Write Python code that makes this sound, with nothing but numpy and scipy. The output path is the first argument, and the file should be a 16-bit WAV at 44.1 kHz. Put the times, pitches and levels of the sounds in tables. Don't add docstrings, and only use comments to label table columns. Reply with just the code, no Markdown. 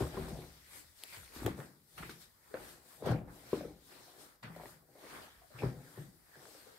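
import sys
import numpy as np
from scipy import signal
from scipy.fft import rfft, irfft, next_fast_len
from scipy.io import wavfile
from scipy.ndimage import uniform_filter1d

SR = 44100
rng = np.random.default_rng(int(sys.argv[2]) if len(sys.argv) > 2 else 0)


def int16_out(signal):
    q = np.round(np.clip(np.atleast_2d(signal).T, -1, 1) * 32767)
    wavfile.write(sys.argv[1], SR, q.astype(np.int16))


def voltage_ratio(decibels):
    exponent = np.asarray(decibels, float) / 20
    return 10 ** exponent


N = 298998

# [pitch_hz, level_db]
FLOOR_COLOUR = [(15, -32), (25, 18), (97, 13.5), (224, 1), (302, -18), (1020, -17), (1960, 2.5),
                (2790, -32), (4790, 1), (6110, -6), (12400, -1), (14900, 0.5), (16200, -10)]
# [centre_s, depth_db, half_length_s]
LULLS = [(0.62, 8, 0.11), (0.9, -3.5, 0.026), (1.293, -4, .04), (1.817, 5, .1), (2.366, 3.5, .08),
         (3.24, 10, 0.042), (3.79, 6, .06), (4.396, 11, 0.035), (4.864, 5.5, .08), (5.45, -1, 0.08),
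         (6.2, 0, .1)]
# [pitch_hz, t60_s]
ROOM_DECAY = [(100, 1), (400, 0.3), (2000, 0.088), (10000, 0.17)]
# [pitch_hz, correlation]
ALIKE = [(100, 0.6), (500, 0.36), (1200, 0.017), (4000, 0)]
# [pitch_hz, level_db]
LEAN = [(60, 2), (600, 4.5), (1300, -1), (4400, 1.5), (8100, 12), (15000, 1)]
# [centre_hz, width_hz, depth_db]
PORT_NOTCHES = [(2740, 287, 2), (5760, 990, 1.5)]
# [pitch_hz, level_db]
DRAG_COLOUR = [(470, -5), (760, -6), (1000, -3), (1400, -3.5), (1800, -6.5), (2340, -18), (3960, -120)]
SCRAPE_COLOUR = [(1030, -21), (1750, -3.5), (2250, -4), (2900, -8.5), (3770, -13.5), (6380, -120)]
BRUSH_COLOUR = [(1530, -3), (2600, -4.5), (3050, -3), (3750, 0.5), (4050, 1.5), (5190, 0), (6800, -8.5),
                (8840, -42), (15000, -120)]
FIBRE_COLOUR = [(3530, -12.5), (6000, -8.5), (6660, -5), (7830, -3), (9090, -0.5), (10500, -5), (12300, 0),
                (15000, -7.5), (16200, -8)]
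# [start_s, drag_db, rise_s, fall_s, scrape_over_drag_db]
DRAGS = [(-0.007, -45.5, 0.02, 0.063, -4), (0.165, -50, 0.047, 0.098, -2),
         (0.403, -69.5, 0.0028, 0.37, 0.5), (0.755, -61.5, 0.045, 0.05, 8),
         (1.069, -65.5, 0.028, 0.087, 11.5), (1.13, -58.5, 0.011, 0.07, 6.5),
         (1.33, -58.5, 0.0051, 0.17, 0), (2.028, -49.5, .006, 0.014, 5.5), (2.095, -64, .004, 0.035, 5),
         (1.488, -48.5, 0.067, 0.044, -2.5), (1.601, -49.5, 0.018, 0.044, -10),
         (1.984, -55, 0.0091, 0.096, 4.5), (2.543, -48, 0.0017, 0.059, -12),
         (2.69, -53.5, 0.13, 0.044, -5.5), (2.98, -63, 0.12, 0.018, -4.5), (3.07, -39, 0.017, 0.049, -5),
         (3.282, -60, 0.0068, 0.1, -12), (3.533, -55, 0.0017, 0.039, 2), (3.575, -56.5, 0.093, 0.07, 1.5),
         (3.902, -59, 0.017, 0.15, -4.5), (4.274, -61.5, 0.09, 0.055, -5.5),
         (4.43, -49, 0.0015, 0.069, -2.5), (4.621, -53, 0.057, 0.081, -6.5), (5.106, -49, 0.055, 0.12, -3),
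         (5.585, -55, 0.04, 0.033, -3), (5.628, -44.5, 0.0055, 0.054, -9), (6.035, -61, 0.17, 0.036, -3),
         (6.43, -61.5, 0.15, 0.37, -3)]
# [start_s, brush_db, rise_s, fall_s, fibre_over_brush_db]
SWEEPS = [(-0.025, -54, 0.0019, 0.16, 0), (0.148, -58.5, 0.035, 0.49, -0.2), (0.767, -53.5, 0.041, 0.04, 4),
          (1.032, -53.5, 0.0061, 0.017, -5), (0.99, -59, 0.019, 0.054, 1.5), (1.09, -55.5, 0.033, .05, 1),
          (5.24, -59.5, 0.043, .03, -1), (1.135, -54, 0.017, 0.063, 3), (1.19, -59.5, 0.023, 0.14, 0.5),
          (1.35, -53, 0.014, .07, 1.5), (1.435, -57.5, 0.014, 0.016, 8), (1.47, -58, 0.015, 0.058, 0),
          (2.1, -52.5, 0.0042, 0.033, -11), (3.11, -50, .008, 0.021, -7), (3.89, -61, .03, 0.057, 0),
          (1.574, -60.5, 0.0081, 0.091, 1.7), (2.019, -57, 0.067, 0.12, 2),
          (2.219, -54.5, 0.019, 0.028, -0.5), (2.702, -55, 0.1, 0.052, 1.5), (2.887, -62.5, 0.032, 0.13, 5),
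          (3.079, -49, 0.02, 0.027, -10.5), (3.339, -62.5, 0.024, 0.16, 2), (3.539, -52, 0.048, 0.068, -1),
          (4.025, -57.5, 0.14, 0.15, -3), (4.206, -58.6, 0.02, 0.054, 4.5),
          (4.428, -59, 0.00097, 0.043, -12), (4.711, -59, 0.084, 0.038, 2.5), (5.118, -56, 0.074, 0.12, 0),
          (5.649, -55.5, 0.063, 0.046, -2.5), (6.011, -62, 0.18, 0.077, 2), (6.465, -58, 0.089, 0.23, 0.5)]
# [start_s, level_db, brightness_db]
FLICKS = [
    (0.285, -64.5, 8.5),
    (1.126, -64, 3),
    (1.462, -44, -6.5),
    (1.979, -49.5, -6.5),
    (2.095, -59.5, 2),
    (2.542, -62, -12),
    (3.059, -56.5, 3),
    (4.428, -64, -4),
    (4.561, -65.5, 0),
    (4.656, -64, -17),
]
# [start_s, peak_db, pitch_hz, length_s]
SCUFFS = [(1.975, -49, 1400, 0.0084), (2.025, -47, 1300, 0.018), (4.5, -62.5, 970, .03),
          (5.582, -47.5, 2500, 0.04), (5.41, -57.5, 700, 0.044), (5.503, -58, 600, .03),
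          (5.615, -55, 2300, .05), (0.76, -63, 300, .08), (3.93, -66, 4000, 0.067), (5.2, -63, 560, .05),
          (1.3, -59.5, 440, .05), (0.74, -59.5, 2150, .06), (1.4, -58, 440, 0.017), (6.27, -67, 1800, 0.13),
          (1.125, -52, 2200, 0.056), (1.35, -57, 4400, 0.035), (0.415, -59, 2300, 0.033),
          (5.95, -60, 1800, 0.077), (6.33, -57, 1700, .06), (6.4, -66, 450, 0.1), (5.86, -63, 1600, .06),
          (6.0, -62.5, 310, 0.17), (2.5, -58, 410, 0.064), (1.6, -59, 200, 0.062), (6.66, -58, 470, .1),
          (2.095, -58, 1200, 0.043), (2, -52, 830, 0.028)]
# [start_s, peak_db, pitch_hz, t60_s]
CRACKLES = [(0.021, -40, 1100, .012), (0.038, -38, 1100, 0.012), (0.174, -39.5, 1020, 0.036),
            (0.283, -48, 864, 0.013), (0.39, -45.5, 802, 0.0076), (0.42, -53, 1080, 0.016),
            (0.44, -48, 783, .012), (1.037, -48, 11300, 0.006), (1.0368, -39, 4480, .002),
            (2.575, -48, 1500, .008), (4.437, -56, 7500, .008), (4.432, -56, 4600, .012),
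            (1.133, -50, 2220, .008), (1.166, -49, 4500, .005), (1.232, -52, 1410, 0.009),
            (1.243, -50, 9500, .004), (1.264, -51, 2140, 0.0061), (1.279, -50, 2260, 0.007),
            (1.323, -55, 2380, .008), (1.355, -50, 3710, 0.0086), (1.419, -49, 900, .01),
            (1.432, -41, 805, 0.014), (1.447, -51, 1200, .008), (1.4628, -30, 13500, .0015),
            (1.463, -39.5, 7000, 0.0044), (1.463, -35, 3320, 0.0065), (1.58, -53, 1140, .01),
            (1.59, -48, 1130, .01), (1.603, -48, 3600, .005), (1.611, -42, 860, 0.0093),
            (1.998, -42, 1500, .006), (2.027, -42, 1410, 0.0087), (2.034, -43, 1190, 0.0083),
            (3.043, -43, 999, .012), (3.084, -41, 867, 0.014), (3.115, -33, 1540, .008),
            (3.281, -53, 969, 0.011), (3.531, -46, 1020, .015), (3.609, -50, 1500, .006),
            (6.355, -48.5, 1600, 0.013), (5.051, -48, 557, 0.017), (5.065, -52, 520, .02),
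            (4.36, -64, 4900, .008), (4.431, -49, 1100, 0.014), (4.657, -42, 910, 0.0088),
            (5.036, -53, 1080, .01), (5.281, -53, 850, 0.028), (5.589, -43, 2500, .008),
            (5.622, -35, 786, .012), (5.633, -39, 930, 0.013), (6.336, -61, 1620, .01)]
# [start_s, peak_db, pitch_hz, top_ring_db, t60_s]
TICKS = [(0.079, -57.5, 1590, 4.5, 0.0037), (1.036, -34, 3130, -6, 0.0022),
         (1.4631, -30.5, 1550, -19, 0.0033), (1.6022, -40.5, 1530, -22, 0.0026),
         (2.0937, -48.5, 1480, -27, 0.011), (2.541, -39.5, 1530, -40, 0.0063),
         (3.531, -54, 1460, -31.5, 0.003), (4.561, -52, 1400, -15, 0.004),
         (4.657, -50.5, 1950, -28, 0.0087), (6.354, -60, 1660, -22, 0.012), (6.454, -54, 1550, -19, 0.0091)]
# [start_s, peak_db, pitch_hz, t60_s]
THUMPS = [(0.012, -26, 111, 0.049), (0.17, -31.5, 150, 0.059), (0.325, -37, 160, 0.083),
          (1.446, -30.5, 109, 0.15), (1.59, -41, 137, 0.11), (2.004, -38, 162, 0.031),
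          (3.045, -36.5, 124, 0.17), (3.105, -25, 115.4, 0.12), (3.131, -31, 128.3, 0.2),
          (3.531, -49.5, 150.6, 0.28), (6.37, -59.5, 140, .2), (4.442, -45.5, 164, 0.14),
          (4.5, -48, 164, 0.29), (5.545, -51.5, 124, .4), (5.636, -25.5, 141, 0.052),
          (5.658, -31.5, 128, 0.22), (5.77, -48.5, 138.3, 0.24), (5.985, -40.5, 144.4, 0.15),
          (6.08, -52, 190, 0.084), (1.175, -52, 90.5, 0.12), (0.845, -60.5, 130, 0.067)]
# [centre_hz, width_hz, level_db]
TABLE_FRAME = [(45.5, 36.5, -1.2), (73.5, 17.7, 0.66)]
TABLE_LOW = [(124, 14, -12), (164, 9.2, -10.5)]
TABLE_HIGH = [(224.4, 21, -7.5), (288.4, 6.4, 2.5), (365, 42, -1.5), (508, 34, -2.5), (596, 54, -6),
              (790, 132, -8.5), (1075, 13, -19)]
# [start_s, level_db, rise_s, fall_s]
SHOVES = [(0.024, -31, 0.075, 0.014), (0.2, -36, 0.044, 0.11), (0.85, -60.5, 0.028, 0.042),
          (1.21, -50, 0.041, 0.031), (2.25, -63.5, .05, 0.055), (3.7, -58, .04, .06),
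          (5.35, -59, .03, 0.048), (1.422, -35.5, 0.033, 0.05), (2.019, -50, 0.047, 0.05),
          (2.592, -52, 0.035, 0.075), (3.099, -42, 0.034, 0.11), (3.52, -49, 0.015, 0.13),
          (4.536, -57.5, 0.094, 0.15), (5.127, -69, 0.071, 0.123), (5.653, -61, 0.06, 0.17),
          (5.676, -40, 0.0411, 0.038), (6.0, -56, 0.015, 0.05), (6.395, -66, 0.02, 0.04)]
# [start_s, seam_patter_db, rise_s, fall_s, low_modes_over_patter_db]
LANDINGS = [(-0.002, -29.5, 0.0031, 0.033, -4.5), (0.112, -51, 0.0052, 0.15, 2),
            (0.164, -33.5, 0.0016, 0.033, 1), (0.356, -42, 0.081, 0.057, 1),
            (1.175, -64, 0.0072, 0.047, -4), (1.471, -28, 0.011, 0.012, -13),
            (1.563, -49.5, 0.015, 0.079, -14), (2.02, -53, 0.037, 0.065, 5.5),
            (2.563, -51.5, 0.024, 0.14, -8.5), (3.0, -54, 0.024, 0.36, -13), (3.06, -28, 0.016, 0.061, 1),
            (3.526, -61, 0.0025, 0.042, -14), (3.67, -46.5, 0.12, 0.043, -3),
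            (3.904, -61, 0.0137, 0.22, -7), (4.236, -52.5, 0.059, 0.014, -15), (4.436, -56, 0.011, 0.17, 5),
            (4.85, -62.5, .05, 0.099, -14), (5.06, -51.5, 0.095, 0.082, -27), (5.2, -58, 0.033, 0.041, -14),
            (6.1, -69, 0.047, 0.092, 1), (3.3, -56, .05, 0.059, -3), (5.635, -34.5, 0.024, 0.029, 0),
            (5.771, -50, 0.1, 0.085, 0.5), (5.975, -51.5, 0.0074, 0.042, 12), (6.364, -54, 0.01, 0.15, -14)]
# [start_s,
# peak_db, pitch_hz, t60_s]
KNOCKS = [(0.002, -37, 388.5, 0.18), (0.142, -38.5, 353, 0.075), (0.17, -35, 379.6, 0.14),
          (0.216, -34, 204, 0.055), (0.256, -33, 200, .03), (0.284, -34.5, 383, 0.03),
          (0.327, -30, 190, .03), (0.387, -32, 448, 0.023), (1.361, -32, 255, 0.035),
          (1.419, -25.5, 274, 0.029), (1.4465, -16, 230, 0.021), (1.4625, -13.5, 329, 0.025),
          (1.49, -33, 285, 0.0089), (1.587, -31.5, 428, 0.026), (2.028, -42.5, 352, 0.059),
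          (2.091, -38, 367, 0.045), (3.063, -24, 408, 0.031), (3.087, -22.5, 212, 0.068),
          (3.1132, -15.5, 263, 0.02), (3.569, -32, 292, 0.072), (0.366, -33, 200, .03),
          (3.65, -29, 380, 0.028), (4.195, -51, 400, 0.057), (4.443, -42.5, 198, 0.074),
          (4.46, -38, 171, 0.048), (4.562, -30.5, 590, 0.018), (4.597, -30, 722, .013),
          (4.608, -37, 600, 0.013), (4.633, -34.5, 596, 0.023), (4.653, -36, 395, 0.025),
          (5.62, -23.5, 208, 0.033), (5.632, -19, 400, 0.036), (5.973, -35.5, 382, 0.045)]
# [start_s, peak_db, pitch_hz]
TAPS = [(0.354, -38, 640), (3.0214, -29.5, 481), (3.098, -28, 790), (0.141, -35, 810), (4.078, -47.5, 713),
        (4.953, -46.5, 540), (5.039, -42, 480), (0.389, -51, 704), (6.353, -54, 575), (6.416, -63, 480),
        (6.48, -46, 485), (6.547, -44, 510)]
# [start_s, peak_db, pitch_hz, t60_s]
RAPS = [
    (2.5408, -17, 490, .017),
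    (3.5303, -4, 385, .018),
]
# [start_s, peak_db, pitch_hz, t60_s]
REBOUNDS = [
    (2.547, -32.5, 530, 0.055),
    (3.539, -19.5, 460, 0.025),
    (3.6085, -23.5, 577, .018),
    (3.646, -34, 479, 0.064),
    (3.705, -36, 300, 0.037),
    (3.631, -36, 560, 0.037),
]
# [pitch_ratio, level_db, t60_ratio]
RAP_MODES = [(1, 0, 1), (1.21, -22, 2.5), (0.63, -13, 1.5), (2.7, -16, 0.8)]


def unit(x):
    return x / np.sqrt(np.mean(x ** 2) + 1e-20)


def along(points, hz):
    f, v = np.transpose(points)
    return np.interp(np.log(hz + 1), np.log(f + 1), v)


def filtered(x, response):
    m = next_fast_len(N + SR // 2)
    return irfft(rfft(x, m) * response(np.fft.rfftfreq(m, 1 / SR)), m)[..., :N]


def modes(body):
    def response(f):
        total = 0
        for k, (centre, width, db) in enumerate(body):
            damping = 1j * f * width
            total = total + (-1) ** k * voltage_ratio(db) * damping / (centre ** 2 - f ** 2 + damping)
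        return total
    return response


def add_at(out, start_s, sound):
    out[..., round(start_s * SR):][..., :sound.shape[-1]] += sound


def grains(rate, spread_db):
    size = voltage_ratio(spread_db * np.minimum(rng.exponential(size=(2, N)), 3)) * rng.standard_normal((2, N))
    return unit(size * (rng.random(N) < rate / SR))


def strokes(rows, follows=False, lingers=1):
    s, db, rise, fall, *extra = np.transpose(rows)[..., None]
    if extra:
        db = db + follows * extra[0]
    t = np.arange(0, N + 64, 64) / SR
    slope = lambda u: np.exp(np.clip(u, -50, 50))
    swell = voltage_ratio(db) / (slope((s - t) / abs(rise)) + slope((t - s) / abs(fall * lingers)))
    return np.interp(np.arange(N) / SR, t, np.sqrt(np.sum(swell ** 2, 0)))


def rush(source, colour, patchy_db):
    z = signal.stft(source, nperseg=512)[2]
    field = uniform_filter1d(rng.standard_normal(z.shape[1:]), 8, 0)
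    field = uniform_filter1d(field, 10, 1)
    patches = voltage_ratio(patchy_db * np.minimum(unit(field), 2))
    pair = signal.istft(z * patches, nperseg=512)[1][:, :N]

    def mid_side(hz):
        turn = np.arccos(np.clip(along(ALIKE, hz), -1, 1)) / 2
        return voltage_ratio(along(colour, hz)) * [np.cos(turn), np.sin(turn)]
    mid, side = filtered(pair, mid_side)
    return unit(np.array([mid + side, mid - side]))


def floor():
    t = np.arange(N) / SR
    dip_db = sum(db * np.exp(-((t - s) / half) ** 2) for s, db, half in LULLS)
    hiss = rush(rng.standard_normal((2, N)), FLOOR_COLOUR, patchy_db=1.2)
    air = filtered(hiss, lambda hz: 1 / (1 + (11500 / (hz + 1)) ** 12))
    return voltage_ratio(-68.0) * (voltage_ratio(-dip_db) * (hiss - air) + voltage_ratio(-0.4 * dip_db) * air)


def room(x):
    hz, t, z = signal.stft(rng.standard_normal((2, SR // 2)), SR, nperseg=256)
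    tail = signal.istft(z * voltage_ratio(-60 * t / along(ROOM_DECAY, hz)[:, None]), SR, nperseg=256)[1]
    tail = [tail[0] + 0.2 * tail[1], tail[0] - 0.097 * tail[1]] / np.linalg.norm(tail[0])
    delayed = np.pad(x.mean(0), (260, 0))[None]
    return signal.fftconvolve(delayed, tail, axes=1)[:, :N]


def rustle():
    pops = [(s, db, 0.00038, 0.022, bright_db) for s, db, bright_db in FLICKS]  # rise_s, fall_s
    dull, bright = strokes(pops), strokes(pops, True)
    drag = np.hypot(strokes(DRAGS), dull)
    scrape = np.hypot(voltage_ratio(-2) * strokes(DRAGS, True), dull)
    brush = np.hypot(strokes(SWEEPS), bright)
    fibre = np.hypot(voltage_ratio(-0.56) * strokes(SWEEPS, True, lingers=0.86), bright)
    # gain, colour, share of grains, patchiness in dB
    layers = [(drag, DRAG_COLOUR, 0.94, 2.35), (scrape, SCRAPE_COLOUR, 0.92, 3.0),
              (brush, BRUSH_COLOUR, 0.53, 2.06), (fibre, FIBRE_COLOUR, 0.26, 2.1)]
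    out = 0
    for gain, colour, share, patchy_db in layers:
        threads = rng.standard_normal((2, N)) + share * grains(900, spread_db=0.0)
        out = out + gain * rush(threads, colour, patchy_db)
    return voltage_ratio(1.0) * out


def scuffs():
    out = np.zeros((2, N + SR))
    cycles_in_step = 4.5
    for s, db, hz, length in SCUFFS:
        t = np.arange(round(3 * length * SR)) / SR
        wander = rng.standard_normal((2, len(t)))
        rough = unit(uniform_filter1d(wander, size=round(cycles_in_step * SR / hz)))
        swell = 2.42 * (t / length * 3) * np.exp(-t / length * 3)
        add_at(out, s, voltage_ratio(db) * swell * rough * np.sin(2 * np.pi * hz * t))
    return out[:, :N]


def crackles():
    out, t = np.zeros((2, N + SR)), np.arange(SR // 40) / SR
    pans_db = rng.normal(0, 1.1, len(CRACKLES))
    for (s, db, hz, t60), pan_db in zip(CRACKLES, pans_db):
        overtone = 0.13 * np.sin(2 * np.pi * min(1.86 * hz, 15000) * t)
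        snap = voltage_ratio(db - 60 * t / t60) * (np.sin(2 * np.pi * hz * t) + overtone)
        add_at(out, s, voltage_ratio([[pan_db], [-pan_db]]) * 1.3 * snap)
    return out[:, :N]


def ticks():
    out, t = np.zeros((2, N + SR)), np.arange(SR // 20) / SR
    for s, db, hz, top_db, t60 in TICKS:
        snap = voltage_ratio(-60 * t / t60) * (np.sin(2 * np.pi * hz * t) + 0.2 * np.sin(2 * np.pi * 4100 * t))
        edge = 0.5 * voltage_ratio(-60 * t / 0.0019) * np.sin(2 * np.pi * 13400 * t)
        ring = voltage_ratio(-60 * t / 0.0063) * np.sin(2 * np.pi * 11200 * t)
        spray = 0.48 * voltage_ratio(-60 * t / 0.0062) * rng.standard_normal((2, len(t)))
        onset = 1 - np.exp(-t / 0.00022)
        add_at(out, s + 0.0007, voltage_ratio(db + 10.0) * onset * (snap + voltage_ratio(top_db) * (ring + spray + edge)))
    return out[:, :N]


def thumps():
    out, t = np.zeros(N + SR), np.arange(SR // 2) / SR
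    onset = 1 - np.exp(-t / 0.0023)
    for s, db, hz, t60 in THUMPS:
        add_at(out, s, voltage_ratio(db + 5.5 - 60 * t / t60) * onset * np.sin(2 * np.pi * hz * t))
    return out[:N]


def table():
    weight = voltage_ratio(-5) * strokes(LANDINGS, True, lingers=1.24)
    patter = voltage_ratio(-5.0) * strokes(LANDINGS)
    # gain, modes, pats per second, side level in dB
    layers = [(strokes(SHOVES), TABLE_FRAME, 1500, -14), (weight, TABLE_LOW, 1500, -15),
              (patter, TABLE_HIGH, 900, -10)]
    out = 0
    for gain, body, rate, side_db in layers:
        pats = grains(rate, spread_db=1.5)
        scale = np.std(filtered(pats, modes(body)))
        mid, side = filtered(gain * pats, modes(body)) / scale
        out = out + mid + voltage_ratio(side_db) * side * [[1], [-1]]
    return voltage_ratio(0.5) * out


def knocks():
    out, t = np.zeros((2, N + SR)), np.arange(SR // 4) / SR
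    partials = [(0.992, 3, 0.68), (0.638, -10.5, 1.5), (1.21, -14.5, 1.76), (2.39, -2.5, 0.2), (4.4, -29, 0.45)]
    taps = [(s, db, hz, 17.7 / hz) for s, db, hz in TAPS]
    for s, db, hz, t60 in KNOCKS + taps:
        rise = (1 - np.exp(-t * hz * 1.34)) ** 2
        thud = sum(voltage_ratio(level_db - 60 * t / (t60 * life)) * -np.sin(2 * np.pi * hz * ratio * t)
                   for ratio, level_db, life in partials)
        add_at(out, s + 0.0015, voltage_ratio(db + 1.5) * rise * thud)
    return out[:, :N]


def raps():
    out, t = np.zeros(N + SR), np.arange(SR // 4) / SR
    for s, db, hz, t60 in RAPS + REBOUNDS:
        rise = (1 - np.exp(-t * hz * 1.2)) ** 2
        ring = sum(voltage_ratio(level_db - 60 * t / (t60 * life)) * -np.sin(2 * np.pi * hz * ratio * t)
                   for ratio, level_db, life in RAP_MODES)
        add_at(out, s, voltage_ratio(db) * rise * ring)
    return out[:N]


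def scene():
    hiss, sharp, dull, clean = floor(), ticks(), knocks(), raps()
    echo = room(voltage_ratio(-7) * dull + voltage_ratio(-33) * sharp + voltage_ratio(-12) * clean)
    cloth = rustle() + scuffs() + crackles()
    return hiss + echo + cloth + sharp + thumps() + table() + dull + clean


def low_pass(x):
    return signal.sosfilt(signal.butter(12, 16970, fs=SR, output="sos"), x)


def record(dry):
    def microphones(hz):
        lean = voltage_ratio([along(LEAN, hz) / 2, -along(LEAN, hz) / 2])
        bass_cut = (1j * hz / (42 + 1j * hz)) ** 3
        ports = voltage_ratio(-sum(db * np.exp(-((hz - c) / w) ** 2) for c, w, db in PORT_NOTCHES))
        return lean * ports * bass_cut * (hz < 15760)
    return low_pass(filtered(dry, microphones))


dry = scene()
out = record(dry)
int16_out(out)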